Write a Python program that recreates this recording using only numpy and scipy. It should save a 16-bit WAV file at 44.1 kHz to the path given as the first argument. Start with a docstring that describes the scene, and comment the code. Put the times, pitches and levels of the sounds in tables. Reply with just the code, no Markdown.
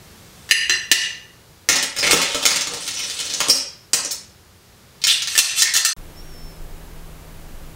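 """Pasta with clams is served from a pan onto a china plate with steel tongs, in a small kitchen.
First a faint drag and knocks on the plate: struck modes of china and steel, with a noisy crack.
Then jabs into the pan, clacking shells and stirring: short bursts of banded noise, modes and random slips.
A second helping drops and drags on the plate; a limiter ducks the loudest knocks.
After a short silence: low hum and rumble from sines and noise, and one faint, thin, wavering whistle."""
import sys
import numpy as np
from scipy import signal
from scipy.io import wavfile
from scipy.ndimage import uniform_filter1d

SR = 44100
rng = np.random.default_rng(int(sys.argv[2]) if len(sys.argv) > 2 else 0)


def store_pcm(level_fs):
    """Save levels as 16-bit WAV."""
    pcm = np.round(np.clip(level_fs, -1, 1) * 32767).astype(np.int16)
    wavfile.write(sys.argv[1], SR, np.atleast_2d(pcm).T)


N = 341951

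# All dB of the serving are relative, ahead of its overall gain, the room and the limiter.
# Tongs and shells knock on the plate. Each row: start in seconds, plate level in dB, place (0 rim, 1 well),
# contact cut-off in Hz, tongs ring in dB, crack in dB.
PLATE_KNOCKS = [(0.491, -24.5, .3, 6000, -52, -25.5), (0.5109, 7.5, 0.18, 9350, -18, -6),
                (0.6959, 8.5, 0.91, 5500, -45, -35), (0.71, -6, 0.68, 3930, -44, -38),
                (0.9149, 9, 0.43, 9500, -12, 4.5), (5.353, -12.5, 0.1, 3020, -22, -13.5),
                (5.3779, -28, 0.1, 9000, -5.5, 0), (5.389, -6, 1, 9000, -13, 6),
                (5.62, -2, 0.89, 8000, -35, -0.5), (5.7382, -11.5, 1, 5030, -23, -7),
                (5.753, -7.5, 0.63, 3000, -16, -9), (5.7652, -13, 0.61, 8000, -25, -3.5),
                (5.849, -14.5, 0.1, 8000, -9.5, -5)]
# Single loud shell clacks. Each row: start in seconds, level in dB, pitch centre in Hz, lift there in dB,
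# pan knock in dB.
SHELL_CLACKS = [(1.697, -9.5, 5440, 6, -15), (1.964, -19, 5230, -1, -30), (1.9871, -17, 4820, 0.5, -22),
                (2.029, -17.5, 2220, 14, -19), (2.068, -14.5, 2970, 7, -16), (2.132, -6, 2900, 6.5, -2),
                (2.2162, -12.5, 3100, 2, -35), (2.346, -16, 3370, 3, -15.5), (2.428, -18, 3850, 7, -22),
                (2.6102, -17, 5700, 4.5, -43), (2.671, -21, 5960, 5, -25.5), (2.737, -20.5, 8000, 0, -24),
                (2.877, -17.5, 6200, 1, -48), (2.995, -20, 5600, -11, -52), (3.099, -22.5, 8000, 5, -53),
                (3.201, -21, 7340, 4.5, -58), (3.337, -21.5, 5700, 12.5, -35),
                (3.4035, -10, 990, 18.5, -19), (3.485, -18, 7240, 9, -16), (3.5, -11.5, 6540, 6.5, -20),
                (3.933, -9.5, 6960, 9, -16.5), (4.0481, -28, 6740, 17.5, -28),
                (4.109, -29, 5730, 14, -32.5), (5.017, -30.5, 4100, 6.5, -68), (5.039, -13, 5000, 11, -50),
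                (5.0688, -12.5, 3530, 8, -53), (5.2209, -19, 4730, 7.5, -49), (5.2736, -17, 4080, 4.5, -53)]
# Tongs jab into the pan and set shells tumbling. Each row: start in seconds, level in dB, pan knock in dB,
# first gap in seconds.
JABS = [(1.6883, -1, -15, 0.011), (2.1099, -1.5, -21, .0086), (2.454, -2, -14, 0.0084)]
# Steel tips of the tongs snap together. Each row: start in seconds, level in dB.
TIP_SNAPS = [(2.131, -8.5), (3.499, -7), (3.552, -20), (3.9345, -10), (4.113, -18.5), (5.07, -11.5)]
# Tongs tap the rim of the pan. Each row: start in seconds, level in dB.
RIM_TAPS = [(3.498, -6.5), (4.111, -30)]
# Shells grind with a squeal. Each row: start in seconds, end in seconds, level in dB, centre in Hz, width in Hz.
SQUEALS = [(1.975, 2.03, -22, 5100, 500), (2.02, 2.096, -21.5, 2240, 900), (2.945, 3.052, -30, 5700, 800),
           (3.497, 3.524, -21, 5400, 1400), (5.068, 5.115, -11.5, 3430, 1440),
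           (5.58, 5.621, -16.5, 6100, 2450), (5.641, 5.687, -24.5, 2000, 547)]
# Effort of the stirring. Each row: time in seconds, effort in dB (only its course counts, not its mean).
STIR_EFFORT = [(1.97, -30), (2.042, -22), (2.154, -27.5), (2.426, -30), (2.734, -33.5), (2.906, -30),
               (3.488, -28.5), (3.52, -34.5)]
# Tongs scrape the floor of the pan. Each row: start in seconds, end in seconds, level at the end in dB.
PAN_SCRAPES = [(2.046, 2.124, -21), (2.682, 2.72, -34), (3.414, 3.512, -34), (3.95, 3.977, -34.5)]
# Tongs drag food over the plate. Each row: start in seconds, end in seconds, level at the end in dB.
PLATE_DRAGS = [(0.016, 0.494, -51), (5.087, 5.102, -16.5), (5.288, 5.448, -21), (5.563, 5.586, -13.5),
               (5.745, 5.778, -39)]
# Faint, thin whistle. Each row: time in seconds, pitch in Hz, level in dB.
WHISTLE = [(6.15, 5134, -69), (6.172, 5368, -48), (6.206, 5490, -45), (6.216, 5600, -56),
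           (6.296, 5604, -54), (6.366, 5330, -49), (6.486, 5394, -49.5), (6.62, 5066, -66)]

# Modes of the plate, damped by the food. Each row: pitch in Hz, dB struck at the rim, dB struck in the well,
# t60 in seconds.
PLATE_MODES = [(377, -32.5, -38, .12), (1798, -2, -14, 0.046), (1958, -5, -10.5, 0.032),
               (2744, -5, -10.5, 0.01), (2835, -4, -11.5, 0.035), (3726, -12.5, -16.5, 0.021),
               (4052, -9, -9, 0.044), (4888, -4, -17.5, 0.062), (5670, -52.5, -9.5, 0.097),
               (6184, -4, -14, 0.017), (7460, -39, -12, 0.028), (8000, -19, -23, 0.12),
               (10300, -18.5, -37, 0.34), (12600, -18, -31, .06)]
# Modes of steel tongs, pan and pan rim. Each row: pitch in Hz, level in dB, t60 in seconds.
TONGS_MODES = [(1320, -18, 0.11), (2710, -9.5, 0.17), (3430, -8, 0.1), (4220, -13.5, 0.23),
               (4750, -18, 0.077), (5640, -11, 0.29), (6100, -14, 0.64), (7370, -8, 0.073),
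               (7800, -3.5, 0.054), (8500, -4, 0.12), (10600, -29, .1), (10700, -14, 0.21),
               (11820, -12.5, 0.15), (13750, -18, 0.23)]
PAN_MODES = [(170, -18, 0.31), (271, -17.5, 0.42), (341, -22, 0.071), (485, 0, 0.032), (569.4, -11, 0.27),
             (740, -11, 0.036), (907, -17, 0.43), (970, -19.5, 0.044), (1302, -12, 0.17)]
RIM_MODES = [(4810, -4, 0.11), (5160, -2, .1), (5297, 6.5, 0.067), (5696, -1, .12), (6100, -8, 0.15)]

# Spectra of shell, crack on the plate, tip snap, dull pan knock, kitchen air and rumble.
# Each row: frequency in Hz, density in dB per Hz (relative).
SHELL_SPECTRUM = [(100, -22), (300, -24), (600, -17), (1200, -12.5), (2000, -1.5), (3200, -2.5), (5500, 0),
                  (8500, -5.5), (11000, -22), (15500, -13.5)]
CRACK_SPECTRUM = [(50, -22), (200, -30), (400, -11.5), (1200, 4), (2000, 6), (5000, 18.5), (8000, 15.5),
                  (11000, 2.5), (15500, 6)]
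TIP_SPECTRUM = [(500, -19), (3000, -2), (6500, 10), (9000, 12), (11500, -5), (13500, -6), (14800, 6),
                (16000, -10)]
THUD_SPECTRUM = [(30, -31), (70, 0), (120, -17), (180, -0.5), (290, -10), (430, 2.5), (650, -6.5),
                 (1100, -4), (2000, -46), (5000, -48)]
AIR_SPECTRUM = [(15, -41), (25, -16), (79, -2), (221, -9), (274, -24), (399, -6.5), (509, -16.5),
                (1900, -20), (2170, -22), (3000, -22.5), (4620, -21.5), (6730, -25), (15500, -30.5)]
RUMBLE_SPECTRUM = [(12, -29), (20, 6), (33, -4), (119, -21.5), (161, -20), (196, -22.5), (382, -22.5),
                   (439, -25), (705, -28), (1270, -32), (2330, -35.5), (4680, -39.5), (15500, -42.5)]
# Swell of the air noise. Each row: time in seconds, gain in dB.
AIR_SWELL = [(0, 5), (.5, 5), (1, 1.5), (4.5, 0), (5, 2), (5.9, -1)]
# Hum tones. Each row: pitch in Hz, rms level in dB.
HUM = [(48.4, -60), (84, -55), (158, -49)]
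# Decay of the room. Each row: frequency in Hz, t60 in seconds.
ROOM_T60 = [(100, 0.21), (500, 0.43), (2000, 0.55), (5000, 0.42), (9000, 0.32), (15000, 0.14)]

SERVING_GAIN_DB, AIR_DB, RUMBLE_DB = -5.0, -50, -35.5
BREAK_START_S, BREAK_END_S = 5.933, 5.965
LIMITER_ATTACK_S, CUTOFF_HZ = .012, 15750
MODE_SCATTER_DB = 2.0
TUMBLE_GAP_GROWTH, TUMBLE_LOSS_DB = 1.85, 2.4  # per touch
STIR_MEAN_DB, STIR_FOLLOWS = -30, 1.33  # rattle dB per dB of effort
LOOSE_PER_S, LOOSE_DB = 40, -7.5
PAN_FLOOR_DB = -21.5  # grazing, relative to the stirring level
PRESSED_T60_S = 0.044  # longest pan ring under pressing tongs
DRAG_PRESS_DB, DRAG_ATTACK_DB_PER_S, DRAG_RELEASE_DB_PER_S = 10, 900, 255
WHISTLE_WAVER_HZ = 25  # rms

TIME_S = np.arange(N) / SR
RING_TIME_S = TIME_S[:SR // 3]
EDGES_HZ = np.geomspace(18, 17000, 25)
CENTRES_HZ = np.sqrt(EDGES_HZ[1:] * EDGES_HZ[:-1])
BANK = [signal.butter(2, pair, "band", fs=SR, output="sos") for pair in zip(EDGES_HZ, EDGES_HZ[1:])]


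def from_db(db):
    """Decibels to gain."""
    return 10 ** (np.asarray(db) / 20)


def rms_one(x):
    """Scale to rms 1."""
    return x / np.sqrt(np.mean(x ** 2) + 1e-20)


def unit_energy(x):
    """Scale a response so that it passes white noise at the same level."""
    return x / np.sqrt(np.sum(x ** 2) + 1e-20)


def level_curve(rows):
    """Gain over time from rows of (s, dB), silent outside."""
    return from_db(np.interp(TIME_S, *np.transpose(rows), left=-200, right=-200))


def per_band(points):
    """Read a table of (Hz, value) at the band centres, on a log frequency axis."""
    hz, value = np.transpose(points)
    return np.interp(np.log(CENTRES_HZ), np.log(hz), value)


def add(out, start_s, sound):
    """Mix a sound in at its start."""
    at = round(start_s * SR)
    out[at:at + len(sound)] += sound[:N - at]


def noise_bands(size):
    """White noise split into bands; neighbours are unrelated."""
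    white = rng.standard_normal((2, size + 4096))  # extra lead-in lets the filters settle
    return np.array([signal.sosfilt(sos, white[k % 2])[-size:] for k, sos in enumerate(BANK)])


def noise(spectrum, size):
    """Coloured noise of rms 1."""
    return rms_one(from_db(per_band(spectrum)) @ noise_bands(size))


def ring(modes, detune):
    """One blow: grip and load split every mode into three close partials of scattered strength."""
    hz, db, t60_s = np.repeat(np.transpose(modes), 3, axis=1)[:, :, None]
    hz = hz * (1 + detune * rng.uniform(-1.13, 1, hz.shape))
    strength = from_db(db + MODE_SCATTER_DB * rng.standard_normal(hz.shape)) / np.sqrt(3)
    phase = 2 * np.pi * (hz * RING_TIME_S + rng.random(hz.shape))
    decay = np.exp(-np.log(1000) * RING_TIME_S / t60_s)
    return np.sum(strength * np.sin(phase) * decay, axis=0)


def clack(spectrum, t60_s, snap_db, snap_s, centre_hz=4000, lift_db=0, octaves=0.34):
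    """Snap, then the crowded dying modes of a small hard thing as noise, lifted round its own pitch."""
    t = RING_TIME_S[:SR // 8]
    bands = noise_bands(len(t))
    gains = from_db(per_band(spectrum))
    distance = np.log2(CENTRES_HZ / centre_hz) / octaves
    lift = from_db(lift_db * np.exp(-.5 * distance ** 2))
    body = (gains * lift) @ bands / np.std(gains @ bands)  # level set ahead of the lift
    envelope = from_db(-60 * t / t60_s) + from_db(snap_db) * np.exp(-t / snap_s)
    return np.pad(body * envelope, (0, len(RING_TIME_S) - len(t)))


def rub(responses, per_s, spread_db):
    """Random slips of uneven size, each dealt to one of several responses; rms 1."""
    sizes = from_db(spread_db * np.minimum(rng.exponential(1, N), 3)) * rng.choice([-1, 1], N)
    slips = sizes * (rng.random(N) < per_s / SR)
    dealt = rng.integers(0, len(responses), N)
    return rms_one(sum(signal.oaconvolve(slips * (dealt == k), r)[:N] for k, r in enumerate(responses)))


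def drag_pressure(start_s, end_s, end_db):
    """Gain of one drag: quick attack, growing pressure, release."""
    to_go = np.clip((end_s - TIME_S) / (end_s - start_s), 0, 1)
    before_s = np.maximum(start_s - TIME_S, 0)
    after_s = np.maximum(TIME_S - end_s, 0)
    slopes_db = DRAG_ATTACK_DB_PER_S * before_s + DRAG_RELEASE_DB_PER_S * after_s
    return from_db(end_db - DRAG_PRESS_DB * to_go - slopes_db)


def kitchen_air():
    """Coloured noise under the serving, slowly changing in level."""
    return from_db(AIR_DB) * level_curve(AIR_SWELL) * noise(AIR_SPECTRUM, N)


def quiet_room():
    """Rumble and hiss as coloured noise, with hum sines whose phase wanders."""
    out = from_db(RUMBLE_DB) * noise(RUMBLE_SPECTRUM, N)
    for hz, db in HUM:
        wander = np.cumsum(rng.normal(0, 0.008, N))
        out += from_db(db) * np.sqrt(2) * np.sin(2 * np.pi * hz * TIME_S + wander)
    return out


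def whistle():
    """One thin sine whose pitch rises, then sinks, with a random waver."""
    s, hz, db = np.transpose(WHISTLE)
    waver_hz = WHISTLE_WAVER_HZ * rms_one(uniform_filter1d(rng.standard_normal(N), size=150))
    phase = 2 * np.pi * np.cumsum(np.interp(TIME_S, s, hz) + waver_hz) / SR
    return level_curve(np.column_stack([s, db])) * np.sqrt(2) * np.sin(phase)


def kitchen(x, echo_db=-3, echo_s=0.0093, echo_spread_s=0.0018, tail_db=0, build_s=0.00083):
    """Wall and window return a cluster of early echoes; a diffuse tail dies at its own rate in each band."""
    t = TIME_S[:SR]
    cluster = np.exp(-.5 * ((t - echo_s) / echo_spread_s) ** 2)
    echoes = rng.standard_normal(SR) * (rng.random(SR) < 3000 / SR) * cluster
    dying = from_db(-60 * t / per_band(ROOM_T60)[:, None])
    tail = np.sum(noise_bands(SR) * dying, axis=0) * (1 - np.exp(-t / build_s))
    response = from_db(echo_db) * unit_energy(echoes) + from_db(tail_db) * unit_energy(tail)
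    return x + signal.oaconvolve(x, response)[:N]


def squeals():
    """Fast slips drive one broad resonance of a shell."""
    out = np.zeros(N)
    for start_s, end_s, db, hz, width_hz in SQUEALS:
        size = max(round((end_s - start_s) * SR), 64)
        slips = (rng.standard_normal(N) * (rng.random(N) < 2500 / SR))[:size]
        band = signal.butter(2, [hz - width_hz / 2, hz + width_hz / 2], "band", fs=SR, output="sos")
        squeal = rms_one(signal.sosfilt(band, slips)) * signal.windows.tukey(size, .3)
        add(out, start_s, from_db(db) * squeal)
    return out


def pan_knock():
    """The loaded pan gives a dull thud with a little ring."""
    thud = clack(THUD_SPECTRUM, t60_s=.07, snap_db=-6, snap_s=.004)
    return from_db(-5) * ring(PAN_MODES, detune=.03) + from_db(-8) * thud


def pan_grinding(count):
    """Steel sticks and slips on the pan floor, whose modes are damped by the pressure; rms 1."""
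    modes = [(hz, db, min(t60_s, PRESSED_T60_S)) for hz, db, t60_s in PAN_MODES]
    responses = []
    for _ in range(count):
        pan = unit_energy(ring(modes, detune=0.042))
        thud = unit_energy(clack(THUD_SPECTRUM, t60_s=0.05, snap_db=-8, snap_s=0.0044))
        responses.append(pan + from_db(-4) * thud)
    return rub(responses, per_s=250, spread_db=1.5)


def shell_ticks(count):
    """Short ticks of shells of many sizes, each of unit energy."""
    return [unit_energy(clack(SHELL_SPECTRUM, t60_s=0.024, snap_db=5.5, snap_s=0.0039,
                              centre_hz=hz, lift_db=12.0)) for hz in np.geomspace(2900, 8000, count)]


def stirring():
    """Shells tumble, loose ones tick and tongs graze the pan, all with the effort; hard scrapes are added."""
    ticks = shell_ticks(count=9)
    touches = [tick + from_db(-17) * unit_energy(pan_knock()) for tick in ticks]
    rattle = rub(touches, per_s=300, spread_db=4.5)
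    loose = from_db(LOOSE_DB) * rub(ticks[::2], per_s=LOOSE_PER_S, spread_db=2.5)
    s, db = np.transpose(STIR_EFFORT)
    effort = level_curve(np.column_stack([s, STIR_MEAN_DB + STIR_FOLLOWS * (db - db.mean())]))
    pressure = from_db(PAN_FLOOR_DB) * effort + sum(drag_pressure(*row) for row in PAN_SCRAPES)
    return effort * (rattle + loose) + pressure * pan_grinding(count=4)


def dragging():
    """Steel and shells stick and slip on the glaze, shaking plate and tongs."""
    well_modes = [(hz, well_db, t60_s) for hz, rim_db, well_db, t60_s in PLATE_MODES]
    responses = []
    for tick in shell_ticks(count=8):
        plate = unit_energy(ring(well_modes, detune=.06))
        tongs = unit_energy(ring(TONGS_MODES, detune=.045))
        responses.append(tick + from_db(-19) * plate + from_db(1) * tongs)
    pressure = sum(drag_pressure(*row) for row in PLATE_DRAGS)
    return pressure * rub(responses, per_s=2200, spread_db=6.0)


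def shell_clack(centre_hz, lift_db):
    """One shell strikes another: a noise burst lifted round its pitch."""
    return clack(SHELL_SPECTRUM, t60_s=0.045, snap_db=-5, snap_s=0.002, centre_hz=centre_hz, lift_db=lift_db)


def jabs(count):
    """Each jab starts a run of ever weaker, sparser touches on shells of random size, over pan knocks."""
    out = np.zeros(N)
    for touch_s, db, pan_db, gap_s in JABS:
        for k in range(count):
            shell = from_db(db) * shell_clack(centre_hz=rng.uniform(2100, 4400), lift_db=-1.5)
            touch = shell + from_db(pan_db) * pan_knock()
            add(out, touch_s, from_db(-TUMBLE_LOSS_DB * k) * touch)
            touch_s = touch_s + gap_s * TUMBLE_GAP_GROWTH ** k
    return out


def shell_clacks():
    """Shells clack with the pan knocking under them."""
    out = np.zeros(N)
    for start_s, db, centre_hz, lift_db, pan_db in SHELL_CLACKS:
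        shell = from_db(db) * shell_clack(centre_hz, lift_db)
        add(out, start_s, shell + from_db(pan_db) * pan_knock())
    return out


def tong_snaps_and_taps():
    """Tongs snap shut as bright noise bursts and tap the rim, which rings in its modes."""
    out = np.zeros(N)
    for start_s, db in TIP_SNAPS:
        add(out, start_s, from_db(db) * clack(TIP_SPECTRUM, t60_s=0.085, snap_db=-14.5, snap_s=0.00036))
    for start_s, db in RIM_TAPS:
        add(out, start_s, from_db(db) * ring(RIM_MODES, detune=.02))
    return out


def plate_knocks():
    """The place of the blow weights the plate modes; a soft contact leaves out the high ones."""
    out = np.zeros(N)
    hz, rim_db, well_db, t60_s = np.transpose(PLATE_MODES)
    for start_s, db, place, contact_hz, tongs_db, crack_db in PLATE_KNOCKS:
        place_db = rim_db + np.clip(place, 0, 1) * (well_db - rim_db)
        mode_db = place_db - 10 * np.log10(1 + (hz / contact_hz) ** 4)
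        plate = ring(np.column_stack([hz, mode_db, t60_s]), detune=.016)
        tongs = ring(TONGS_MODES, detune=.005)
        crack = clack(CRACK_SPECTRUM, t60_s=0.041, snap_db=-36.0, snap_s=0.0045)
        add(out, start_s, from_db(db) * plate + from_db(tongs_db) * tongs + from_db(crack_db) * crack)
    return out


def scene():
    """The serving, a short silence, then the quiet room; both channels alike."""
    struck = plate_knocks() + jabs(count=5) + shell_clacks() + tong_snaps_and_taps()
    rubbed = stirring() + dragging() + squeals()
    serving = from_db(SERVING_GAIN_DB) * kitchen(struck + rubbed) + kitchen_air()
    after = quiet_room() + whistle()
    mono = serving * (TIME_S < BREAK_START_S) + after * (TIME_S > BREAK_END_S)
    return np.array([mono, mono])


def record(dry, threshold_db=-3, release_db_per_s=100, top=1.0):
    """A limiter ducks just after loud peaks and recovers steadily; the rest is soft-clipped, the top cut."""
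    over_db = np.maximum(20 * np.log10(np.abs(dry[0]) + 1e-9) - threshold_db, 0)
    release_db = release_db_per_s * TIME_S
    held_db = np.maximum.accumulate(over_db + release_db) - release_db
    pole = np.exp(-1 / (LIMITER_ATTACK_S * SR))
    limited = dry * from_db(-signal.lfilter([1 - pole], [1, -pole], held_db))
    clipped = top * np.tanh(limited / top)
    return signal.sosfilt(signal.ellip(14, .1, 70, CUTOFF_HZ, fs=SR, output="sos"), clipped)


dry = scene()
out = record(dry)
store_pcm(out)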